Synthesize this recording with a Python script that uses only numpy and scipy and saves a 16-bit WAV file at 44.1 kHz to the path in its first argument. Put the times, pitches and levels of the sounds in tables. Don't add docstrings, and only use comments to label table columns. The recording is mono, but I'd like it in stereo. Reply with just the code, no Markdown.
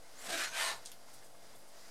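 import sys
import numpy as np
from scipy import signal
from scipy.fft import rfft, irfft, next_fast_len
from scipy.io import wavfile
from scipy.ndimage import uniform_filter1d

SR = 44100
rng = np.random.default_rng(int(sys.argv[2]) if len(sys.argv) > 2 else 0)


def invert_db(x):
    u = np.asarray(x, float) / 20
    return 10 ** u


def wav_out(sig):
    wavfile.write(sys.argv[1], SR, np.round(np.clip(np.atleast_2d(sig).T, -1, 1) * 32767).astype(np.int16))


N = 83790


def seconds():
    return np.arange(N) / SR


def rms_one(x):
    return x / np.sqrt(np.mean(x ** 2) + 1e-20)


def in_time(rows):
    s, *columns = np.transpose(rows)
    return [np.interp(seconds(), s, c) for c in columns]


def fade(rows):
    start, end = rows[0][0], rows[-1][0]
    return np.interp(seconds(), [start - .02, start, end, end + .02], [0, 1, 1, 0])


def bump(centre, reach):
    return np.exp(-.5 * ((seconds() - centre) / reach) ** 2)


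def colour(x, points):
    hz, db = np.transpose(points)
    bins = np.arange(N // 2 + 1) * SR / N + 1
    return irfft(rfft(x) * invert_db(np.interp(np.log(bins), np.log(hz), db)), N)


def drift(rate):
    r = np.exp(-2 * np.pi * rate / SR)
    settled = signal.lfilter([1], [1, -2 * r, r * r], rng.standard_normal(N + SR))[SR:]
    return rms_one(settled)


def resonate(x, hz, width_hz):
    r = np.exp(-np.pi * width_hz / SR)
    zeros = [(1 - r * r) / 2, 0, (r * r - 1) / 2]
    poles = [1, -2 * r * np.cos(2 * np.pi * hz / SR), r * r]
    return signal.lfilter(zeros, poles, x + 1e-18)


def grains(per_s, spread_db):
    sizes = invert_db(spread_db * np.minimum(rng.exponential(1, N), 4)) * rng.choice([-1, 1], N)
    return rms_one(sizes * (rng.random(N) < per_s / SR))


def sustained(chatter, hz, width_hz):
    steady_share, steady_s = .7, .012
    ring = rms_one(resonate(chatter, hz, width_hz))
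    power = uniform_filter1d(ring ** 2, size=int(steady_s * SR)) + .02
    return rms_one(ring / power ** (steady_share / 2))


# (time [s], pressure [dB], weight on the board [dB], sheen [dB])
FIRST_DRAW = [
    (.14, -83, -1, 3),
    (.2, -56.5, 7, 8.5),
    (.3, -42, 8.5, 1),
    (.34, -38, 2.5, 2),
    (.37, -42, -7, 1.5),
    (.4, -40, -8, 1.5),
    (.455, -40.5, -13, -1),
    (.49, -48, -2, -1.5),
    (.52, -66, 18, 11),
]
SECOND_DRAW = [
    (.5, -60.5, 10, 3),
    (.54, -45.5, -4, -3.5),
    (.6, -36, -1, 0.5),
    (.64, -36.5, -1.5, 1),
    (.7, -40.5, 0, -6),
    (.735, -46.5, 12.5, 2),
    (.77, -54, 11.5, 5),
    (.81, -65, 12, 0),
]
# (frequency [Hz], level [dB per Hz])
FIRST_EDGE = [(110, -59), (180, -15), (290, -21), (677, -8), (901, -14), (1540, -4), (8380, -13),
              (14300, -25.5)]
SECOND_EDGE = [(88, -73), (150, -47), (185, -39.5), (664, -8.5), (1820, -6), (4200, -9), (8230, -14.5),
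               (14300, -27)]
# (frequency [Hz], width [Hz], level [dB], time the contact passes [s], reach [s])
FIRST_BODY = [(341, 18, -4, 0.357, 0.032), (665, 14, 0.5, 0.341, 0.047), (670, 53, 1, 0.255, 0.014),
              (1270, 40, -14, 0.5, .03), (1480, 32, 5, 0.477, 0.027), (1618, 35, 1.5, 0.334, 0.018),
              (1540, 43, 2.5, .395, 0.023), (1712, 6, 5.5, 0.42, 0.015), (2320, 55, -1, 0.339, 0.013),
              (2430, 50, -5, .40, .03), (2920, 17, -5, 0.429, 0.036), (3840, 67, -1, 0.363, 0.038),
              (4210, 35, -1, 0.477, 0.034), (6000, 47, 5, 0.51, .015)]
SECOND_BODY = [(1570, 45, 2.5, .535, 0.023), (2410, 190, 1.5, 0.552, 0.047), (683, 12, -4, 0.53, 0.034),
               (668, 12, -5.5, 0.671, 0.048), (950, 64, -4.5, 0.622, 0.043), (1040, 90, -4, 0.703, 0.039),
               (1820, 22, 1.5, 0.62, 0.02), (1758, 29, 0.5, 0.712, 0.04), (2004, 36, -1.5, .68, 0.02),
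               (2935, 35, -3.5, 0.665, 0.024), (3930, 220, 2, 0.705, 0.048), (4630, 20, -3.5, .625, 0.014),
               (8200, 900, -3.5, 0.628, 0.063), (1396, 16, 1, 0.728, 0.038)]
BODY_DB, BOARD_HZ, SHEEN_HZ = -7, 875, 6500
RIDGES_PER_S, RIDGE_SPREAD_DB, FLUTTER_DB = 6000, 2, 1.6
STRAY_MODES, STRAY_DB, STRAY_REACH_S, STRAY_CYCLES = 40, -13, .02, 30
DRAW_TOP_HZ = 14300


def draw(rows, edge, body):
    pressure_db, weight_db, sheen_db = in_time(rows)
    start, end = rows[0][0], rows[-1][0]
    chatter = grains(RIDGES_PER_S, RIDGE_SPREAD_DB)
    rings = np.zeros(N)
    for hz, width_hz, db, s, reach in body:
        rings += invert_db(db) * sustained(chatter, hz, width_hz) * bump(s, reach)
    for decades, place in rng.random((STRAY_MODES, 2)):
        hz = 900 * 10 ** decades
        stray = rms_one(resonate(chatter, hz, hz / STRAY_CYCLES))
        stray_gain = invert_db(STRAY_DB - BODY_DB - 6.6 * decades)
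        rings += stray_gain * stray * bump(start + place * (end - start), STRAY_REACH_S)
    ridges = grains(RIDGES_PER_S, RIDGE_SPREAD_DB) * invert_db(FLUTTER_DB * drift(38))
    scrape = rms_one(colour(ridges, edge))
    low = signal.sosfilt(signal.butter(2, BOARD_HZ, fs=SR, output="sos"), scrape)
    high = signal.sosfilt(signal.butter(2, SHEEN_HZ, "high", fs=SR, output="sos"), scrape)
    scrape = scrape + (invert_db(weight_db) - 1) * low + (invert_db(sheen_db) - 1) * high
    top_cut = signal.cheby2(10, 40, DRAW_TOP_HZ * 1.04, fs=SR, output="sos")
    return signal.sosfilt(top_cut, scrape + invert_db(BODY_DB) * rings) * invert_db(pressure_db) * fade(rows)


# (time [s], pitch [Hz], lower whistle [dB], upper whistle [dB])
SQUEAK_PATH = [
    (.16, 6250, -68, -95),
    (.19, 7250, -60, -67),
    (.213, 7740, -61, -66),
    (.27, 7700, -59, -67),
    (.303, 8350, -55, -78),
    (.35, 8200, -56, -80),
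    (.41, 7300, -56, -75),
    (.455, 6870, -54, -72),
    (.54, 6300, -63, -71),
]
UPPER_OFFSET_HZ, UPPER_CLIMB_HZ_PER_S, SQUEAK_WOBBLE = 3090, 2500, 0.0028


def squeak():
    hz, lower_db, upper_db = in_time(SQUEAK_PATH)
    hz = hz * (1 + SQUEAK_WOBBLE * drift(145))
    lower = np.sin(2 * np.pi * np.cumsum(hz) / SR) * invert_db(lower_db + 1.1 * drift(40))
    upper_hz = hz + UPPER_OFFSET_HZ + UPPER_CLIMB_HZ_PER_S * (seconds() - SQUEAK_PATH[2][0])
    upper = np.sin(2 * np.pi * np.cumsum(upper_hz) / SR) * invert_db(upper_db + 2.9 * drift(40))
    return (lower + upper) * invert_db(3.5) * fade(SQUEAK_PATH)


# (time [s], peak level [dB], pitch [Hz], crackle tail [s])
FAT_SNAPS = [(.339, -34, 2520, 0.0089), (.3835, -33, 2500, .008), (.5247, -42, 2000, .008),
             (0.599, -36, 2330, 0.0089), (0.853, -33.5, 7000, 0.011), (.859, -23, 6000, 0.057),
             (0.86, -49, 6500, 0.0084), (.875, -46, 8500, .05), (0.9172, -32.5, 9700, 0.067),
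             (0.9177, -30, 4800, 0.065), (1.19, -39.5, 5500, .008), (1.232, -45, 5500, .01)]
CRACKLE_DB, CRACKLES_PER_S = -16, 7000


def snaps():
    out, fibres, t = np.zeros(N), grains(CRACKLES_PER_S, 2.9), seconds()
    for s, db, hz, tail in FAT_SNAPS:
        burst = invert_db(CRACKLE_DB) * fibres * (t > s) * np.exp(-3 * np.abs(t - s) / tail)
        burst[int(s * SR)] = 1.8
        band = signal.butter(3, [0.57 * hz, min(1.61 * hz, 13000)], "band", fs=SR, output="sos")
        out += invert_db(db) * signal.sosfilt(band, burst + 1e-18)
    return out


# (time [s], level [dB])
HAND_MOVES = [(0, -67), (.03, -61.5), (.16, -58), (.24, -53), (.78, -60.5), (.84, -57.5), (1.0, -64),
              (1.2, -61.5), (1.36, -68.5), (1.45, -59.5), (1.65, -66), (1.75, -60), (1.9, -59)]
# (frequency [Hz], level [dB per Hz])
RUSTLE_COLOUR = [(530, -3), (900, -3), (933, -5), (1380, 0.5), (2100, -2.5), (2420, -9), (5310, -4),
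                 (15500, -20.5)]
# (time [s], length [s], level [dB], pitch [Hz])
GLOVE_RUBS = [(1.092, 0.022, -71, 1400), (1.097, 0.028, -67.5, 4900), (1.105, 0.025, -67, 2030),
              (1.147, 0.023, -58, 8300), (1.148, 0.084, -66, 5150), (1.235, 0.017, -77, 1820),
              (1.254, 0.033, -63, 8240), (1.44, 0.047, -69, 5130), (1.553, 0.022, -65, 693),
              (1.562, 0.012, -63, 9500), (1.593, 0.033, -68, 11100), (1.688, 0.013, -64.5, 8200),
              (1.85, 0.18, -62.5, 5160), (1.877, 0.11, -71, 2150)]
RUSTLE_DB, RUB_SHARPNESS = -2.5, 2.5


def hands():
    db, = in_time(HAND_MOVES)
    fine, swells = grains(9000, 3.1), np.zeros(N)
    for s, length, rub_db, hz in GLOVE_RUBS:
        swells += invert_db(rub_db) * rms_one(resonate(fine, hz, hz / RUB_SHARPNESS)) * bump(s, length / 2)
    flicker_db = drift(25)
    rustle = rms_one(colour(grains(9000, 1.47), RUSTLE_COLOUR))
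    return invert_db(db + RUSTLE_DB + flicker_db) * rustle + swells


# (time [s], peak level [dB], pitch [Hz])
FINGER_KNOCKS = [
    (1.022, -62, 800),
    (1.084, -52, 1100),
    (1.214, -55, 820),
    (1.224, -52.5, 1760),
    (1.345, -52, 1000),
    (1.391, -55, 3430),
    (1.536, -54.5, 1010),
    (1.55, -56, 3460),
    (1.656, -56, 700),
]
KNOCK_WIDTH_HZ, KNOCK_S = 900, .012


def knocks():
    t, fine, out = seconds(), grains(5000, 2.9), np.zeros(N)
    for s, db, hz in FINGER_KNOCKS:
        thud = rms_one(resonate(fine, hz, min(KNOCK_WIDTH_HZ, 370000.0 / hz)))
        out += invert_db(db - 9) * thud * (t > s) * np.exp(-np.abs(t - s) / KNOCK_S)
    return out


# (multiple of the motor's rate, level [dB rms])
COMPRESSOR = [(2, -90.5), (3, -87), (4, -81.5), (5, -78), (6, -78), (7, -81.5), (9, -79), (10, -76),
              (11, -77.5), (12, -77), (13, -80), (14, -73), (16, -79.5), (18, -76.5), (30, -87)]
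# (frequency [Hz], width [Hz], level [dB])
PIPE_WHISTLES = [(2121, 28, -77.5), (3480, 40, -88)]
MOTOR_HZ, WHINE_HZ, WHINE_DB = 48.87, 4862, -77


def fridge():
    t, hum = seconds(), np.zeros(N)
    for k, db in COMPRESSOR:
        waver = invert_db(db + 3.0 + 2.0 * drift(1.7))
        hum += waver * np.sin(2 * np.pi * (k * MOTOR_HZ * t + rng.random()))
    for hz, width_hz, db in PIPE_WHISTLES:
        waver = invert_db(db + 4.9 * drift(3.0))
        hum += waver * rms_one(resonate(rng.standard_normal(N), hz, width_hz))
    whine = np.sin(2 * np.pi * WHINE_HZ * t + 0.55 * drift(25))
    return hum + invert_db(WHINE_DB + 4 + 2.5 * drift(14)) * whine


# (time [s], length [s], level [dB])
DRAUGHT_PUFFS = [(.03, .05, -78), (0.314, .03, -80), (.43, 0.036, -74), (0.497, 0.059, -66.5),
                 (0.762, 0.044, -66), (0.808, 0.034, -70), (.97, 0.068, -73), (1.102, 0.058, -74),
                 (1.194, 0.066, -73), (1.328, 0.079, -73), (1.465, 0.084, -74), (1.563, 0.06, -71),
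                 (1.773, 0.048, -80)]
DRAUGHT_DB, DRAUGHT_HZ, DRAUGHT_LUMPS_DB = -95, 105, 1


def draught():
    swell = invert_db(DRAUGHT_DB)
    for s, length, db in DRAUGHT_PUFFS:
        swell = swell + invert_db(db) * bump(s, length / 2)
    lumps = invert_db(DRAUGHT_LUMPS_DB * drift(3.6))
    return swell * lumps * sustained(rng.standard_normal(N), DRAUGHT_HZ, 41)


# (frequency [Hz], level [dB per Hz])
AIR_MID = [(15, -40), (25, -9.5), (39, -44), (140, -49), (260, -29), (631, -16), (1900, -31),
           (10100, -28.5), (15500, -41)]
AIR_SIDE = [(15, -40), (25, -13), (56, -38), (198, -14), (240, -14.5), (684, -7), (1490, -22.5),
            (9810, -31.5), (15500, -38)]
# (frequency [Hz], width [Hz], level [dB])
BOOM = [(610, 38, -71), (700, 36, -76)]
AIR_MID_DB, AIR_SIDE_DB = -62.5, -57


def room_tone():
    mid = invert_db(AIR_MID_DB) * rms_one(colour(rng.standard_normal(N), AIR_MID))
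    side = invert_db(AIR_SIDE_DB + drift(0.54)) * rms_one(colour(rng.standard_normal(N), AIR_SIDE))
    for hz, width_hz, db in BOOM:
        waver = invert_db(db + 2.0 * drift(3.4))
        side += waver * rms_one(resonate(rng.standard_normal(N), hz, width_hz))
    return mid + side * [[1], [-1]]


KITCHEN_T60_S, KITCHEN_DB, WALL_CUT_HZ = 0.23, -7, 2400
ECHO_FIRST_S, ECHO_LAST_S = .013, .037


def kitchen(x, count):
    size = next_fast_len(N + SR)
    w = 2 * np.pi * np.arange(size // 2 + 1) / size
    dull = np.abs(1 / (1 + 1j * w * SR / (2 * np.pi * WALL_CUT_HZ))) ** 0.43
    answer = 0
    for k, lag in enumerate(rng.uniform(ECHO_FIRST_S, ECHO_LAST_S, count) * SR):
        loop = invert_db(-60 * lag / SR / KITCHEN_T60_S) * dull * np.exp(-1j * w * int(lag))
        answer = answer + (-1) ** k * loop / (1 - loop)
    return irfft(rfft(x, size) * answer, size)[:N] / np.sqrt(count)


# (frequency [Hz], side minus mid [dB])
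SCRAPE_WIDTH = [(60, -15), (180, -7), (550, -4), (1650, -6), (4970, -2), (15000, 7.5)]


def scene():
    board = draw(FIRST_DRAW, FIRST_EDGE, FIRST_BODY) + draw(SECOND_DRAW, SECOND_EDGE, SECOND_BODY)
    board = board + squeak() + snaps() + hands() + knocks()
    mid = board + invert_db(KITCHEN_DB) * kitchen(board, count=10) + fridge() + draught()
    side = invert_db(2.5) * colour(kitchen(board, count=10), SCRAPE_WIDTH)
    return mid + side * [[1], [-1]] + room_tone()


def band_limit(x):
    return signal.sosfilt(signal.butter(12, 15690, fs=SR, output="sos"), x)


def record(dry):
    offset = -.00295
    return band_limit(dry + offset)


dry = scene()
out = record(dry)
wav_out(out)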